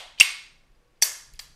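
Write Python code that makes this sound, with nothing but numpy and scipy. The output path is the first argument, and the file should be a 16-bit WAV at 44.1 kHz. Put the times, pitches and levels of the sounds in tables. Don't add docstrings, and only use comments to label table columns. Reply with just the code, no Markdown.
import sys
import numpy as np
from scipy import signal
from scipy.fft import rfft, irfft
from scipy.io import wavfile

SR = 44100
rng = np.random.default_rng(int(sys.argv[2]) if len(sys.argv) > 2 else 0)


def inscribe(sig):
    pcm = np.round(np.clip(np.atleast_2d(sig).T, -1, 1) * 32767)
    wavfile.write(sys.argv[1], SR, pcm.astype(np.int16))


def gain_from_decibels(decibels):
    exponent = np.asarray(decibels, float) / 20
    return 10 ** exponent


N = 68355
LEAD = SR // 4

# frequency in Hz, t60 in seconds.
STEEL_MODES = [(1170, .012), (1680, .012), (2200, .025), (2450, .022), (2730, .018), (2955, .018),
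               (3500, .018), (4500, .03), (4900, .012), (5400, .022), (5850, .028), (6280, .025),
               (8800, .022), (10600, .02)]
# slam in dB, snap in dB, catch in dB.
MODE_DRIVE = [(-10, -54, -34), (-30, -5, 5.5), (-1.5, -8.5, 0.5), (-4, -3, -11), (-8, -12, -7.5),
              (-10, -25, -9), (-23.5, -10.5, -0.5), (-9.5, -3, -21), (-8.5, -33, 9.5), (-12.5, -12, -12),
              (-10.5, -3, -6), (-6, -7.5, -17), (1, -17, -32), (-4, -14.5, -30.5)]
SLAM, SNAP, CATCH = 0, 1, 2
MODE_SCATTER_DB = 7
KNOCKS_PER_S, KNOCK_SPREAD_DB = 16000, -0.5

# start in seconds, level in dB, centre of the knock in Hz, rattle t60 in seconds.
EARLIER_CONTACTS = [
    (-.06, -14, 2600, 0.063),
    (-.055, -24.5, 7000, .04),
    (-.05, -36, 1170, 0.019),
    (-.045, -26.5, 550, .04),
]
SLAM_CONTACTS = [(.177, -43, 2300, .06), (.185, -37, 3200, .09), (.1852, -50, 900, .06),
                 (.1976, -36, 5000, .02), (.1997, -9, 4500, .035), (.1999, -9, 2600, .04),
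                 (.2001, -22, 12000, .03), (.2025, -16, 8500, .03), (.2075, -15, 6000, .015),
                 (.2086, -44, 140, .02), (.2088, -35, 330, .02), (.2092, -2, 3000, .004),
                 (.2095, -27, 650, .02), (.2097, -24, 1300, .02), (.2145, -13, 2400, .03)]
SNAP_CONTACTS = [(1.0155, -42, 5000, .03), (1.018, -24, 5500, .005), (1.0207, -34, 2800, .01),
                 (1.0222, -7, 6500, .015), (1.0224, -21, 14000, .03), (1.0225, -10, 4500, .03),
                 (1.0226, -31, 400, .02), (1.0228, -25, 700, .02), (1.0229, -14, 2300, .004),
                 (1.0231, -19, 1250, .015), (1.0253, -10, 9000, .025), (1.030, -14, 6500, .03)]
CATCH_CONTACTS = [
    (1.392, -25, 5000, .018),
    (1.3922, -37, 11000, .03),
    (1.393, -43, 800, .03),
    (1.3935, -37, 1800, .04),
    (1.394, -33, 3200, .03),
    (1.4005, -31, 6500, .015),
]
HANDLING_CONTACTS = [(.718, -67, 5000, .01), (.749, -69, 5500, .04), (.846, -71, 4000, .02),
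                     (.877, -69, 5200, .01), (.957, -69, 4500, .02), (.97, -72, 5000, .06),
                     (1.337, -41, 8500, .004), (1.3375, -53, 4500, .02), (1.339, -56, 2500, .04),
                     (1.345, -59, 3000, .02), (1.3565, -53, 4600, .01), (1.3605, -53, 4200, .015),
                     (1.364, -56, 3100, .02)]

# frequency in Hz, t60 in seconds, level in dB.
ROOM_BANDS = [(150, 0.26, -19.5), (500, 0.47, -3.5), (1400, 0.58, 1), (2330, 0.49, -2.96),
              (4400, 0.56, -3.5), (7000, 0.46, -2.5), (10500, .42, -3), (15500, 0.11, 19)]
ROOM_DB, ROOM_DELAY_S, ROOM_RISE_S, ROOM_TOP_HZ = -1, .005, .006, 16200
SIDEWAYS_RING_DB = -7

# frequency in Hz, level in dB per Hz.
AIR_COLOUR = [(60, -33.5), (160, -7.5), (300, -4), (1000, -12), (2200, -14), (4500, -21.5), (9000, -27),
              (16000, -36)]
AIR_DB = -69.5
# time in seconds, level in dB.
DRAUGHT_SWELL = [(0, -62), (.3, -64), (.6, -61), (.9, -64), (1.2, -63), (1.3, -56), (1.34, -51), (1.4, -58),
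                 (1.47, -53), (1.55, -58)]
# frequency in Hz, level in dB per Hz.
DRAUGHT_COLOUR = [(12, 1), (25, 3.8), (45, -5.5), (60, -11.5), (90, -17.5), (120, -12), (200, -24),
                  (320, -55.5)]
# frequency in Hz, level in dB, width in Hz, start in seconds.
HUM_TONES = [
    (481, -76, 6, .76),
    (1122, -79, 5, .66),
    (360, -85, 8, .5),
]

MIC_TOP_HZ, MIC_CEILING = 16800, 1.3


def resonance(x, hz, width):
    r = np.exp(-np.pi * width / SR)
    feedback = [1, -2 * r * np.cos(2 * np.pi * hz / SR), r * r]
    return signal.lfilter([(1 - r * r) / 2, 0, (r * r - 1) / 2], feedback, x)


def rattle(hz, t60, width):
    size = SR // 10
    t = np.arange(size) / SR
    struck = rng.random(size) < KNOCKS_PER_S / SR
    push = rng.choice([-1, 1], size)
    knocks = struck * push * gain_from_decibels(KNOCK_SPREAD_DB * rng.standard_normal(size))
    knocks[0] = 1
    force = knocks * gain_from_decibels(-60 * t / max(t60, .002)) + 1e-18
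    for _ in range(2):
        force = resonance(force, hz, hz * width)
    return force


def steel_ring(force, blow):
    ring = 0
    scatter_db = MODE_SCATTER_DB * rng.standard_normal(len(STEEL_MODES))
    for k, (hz, t60) in enumerate(STEEL_MODES):
        r, w = gain_from_decibels(-60 / (t60 * SR)), 2 * np.pi * hz / SR
        mode = signal.lfilter([0, np.sin(w)], [1, -2 * r * np.cos(w), r * r], force)
        ring = ring + (-1) ** k * gain_from_decibels(MODE_DRIVE[k][blow] + scatter_db[k]) * mode
    return ring


def contacts(rows, blow, ring_db, width):
    out = np.zeros(N + LEAD + SR)
    for start, db, hz, t60 in rows:
        force = rattle(hz, t60, width)
        ring = steel_ring(force, blow)
        at = int(start * SR) + LEAD
        out[at:at + len(force)] += gain_from_decibels(db) * (gain_from_decibels(ring_db) * ring + force) / np.abs(force).max()
    return out[:N + LEAD]


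def pistol(extra_db):
    slam = contacts(SLAM_CONTACTS, SLAM, ring_db=-23.5 + extra_db, width=1.0)
    snap = contacts(SNAP_CONTACTS, SNAP, ring_db=-24 + extra_db, width=1.0)
    catch = contacts(CATCH_CONTACTS, CATCH, ring_db=-39.5 + extra_db, width=0.86)
    earlier = contacts(EARLIER_CONTACTS, SLAM, ring_db=-42.5, width=1.0)
    handling = contacts(HANDLING_CONTACTS, CATCH, ring_db=-34, width=.4)
    return slam + snap + catch + earlier + handling


def at_hz(hz, points, axis=1):
    points = np.array(points)
    return np.interp(np.log(hz + 1), np.log(points[:, 0]), points[:, axis])


def room(x):
    t, echo = np.arange(SR) / SR, 0
    edges = 100 * 2 ** np.arange(0, 7.6, .5)
    for low, high in zip(edges, edges[1:]):
        hz = np.sqrt(low * high)
        band_filter = signal.butter(2, [low, high], "band", fs=SR, output="sos")
        band = signal.sosfilt(band_filter, rng.standard_normal(SR))
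        echo = echo + band * gain_from_decibels(at_hz(hz, ROOM_BANDS, axis=2) - 60 * t / at_hz(hz, ROOM_BANDS))
    echo = echo * (1 - np.exp(-np.maximum(t - ROOM_DELAY_S, 0) / ROOM_RISE_S))
    echo = echo / np.sqrt(np.sum(echo ** 2))
    return gain_from_decibels(ROOM_DB) * signal.fftconvolve(x, echo)[:len(x)]


def walls():
    heard = sum(room(pistol(extra_db=SIDEWAYS_RING_DB)) for wall in range(5)) / np.sqrt(5)
    return signal.sosfilt(signal.cheby2(10, 50, ROOM_TOP_HZ, fs=SR, output="sos"), heard)


def rms_one(x):
    return x / np.sqrt(np.mean(x ** 2) + 1e-30)


def coloured(spectrum):
    hz = np.arange(N // 2 + 1) * SR / N
    white = rfft(rng.standard_normal(N))
    return rms_one(irfft(white * gain_from_decibels(at_hz(hz, spectrum)) * (hz > 12), N))


def still_air():
    return gain_from_decibels(AIR_DB) * coloured(AIR_COLOUR)


def draught():
    swell_db = np.interp(np.arange(N) / SR, *np.transpose(DRAUGHT_SWELL))
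    return gain_from_decibels(swell_db) * coloured(DRAUGHT_COLOUR)


def far_hum():
    t, out = np.arange(N) / SR, 0
    for hz, db, width, start in HUM_TONES:
        tone = rms_one(resonance(rng.standard_normal(N), hz, width))
        onset = np.clip((t - start) / 0.015, 0, 1)
        out = out + gain_from_decibels(db) * tone * onset * gain_from_decibels(-12.0 * np.maximum(t - start, 0))
    return out


def scene():
    direct = pistol(extra_db=0)
    background = still_air() + draught() + far_hum()
    return ((direct + walls())[LEAD:] + background)[None]


def roll_off(x):
    return signal.sosfilt(signal.butter(12, 16810, fs=SR, output="sos"), x)


def record(dry):
    rounded = MIC_CEILING * np.tanh(dry / MIC_CEILING)
    mix = signal.sosfilt(signal.cheby2(10, 60, MIC_TOP_HZ, fs=SR, output="sos"), rounded)
    return roll_off(mix)


dry = scene()
out = record(dry)
inscribe(out)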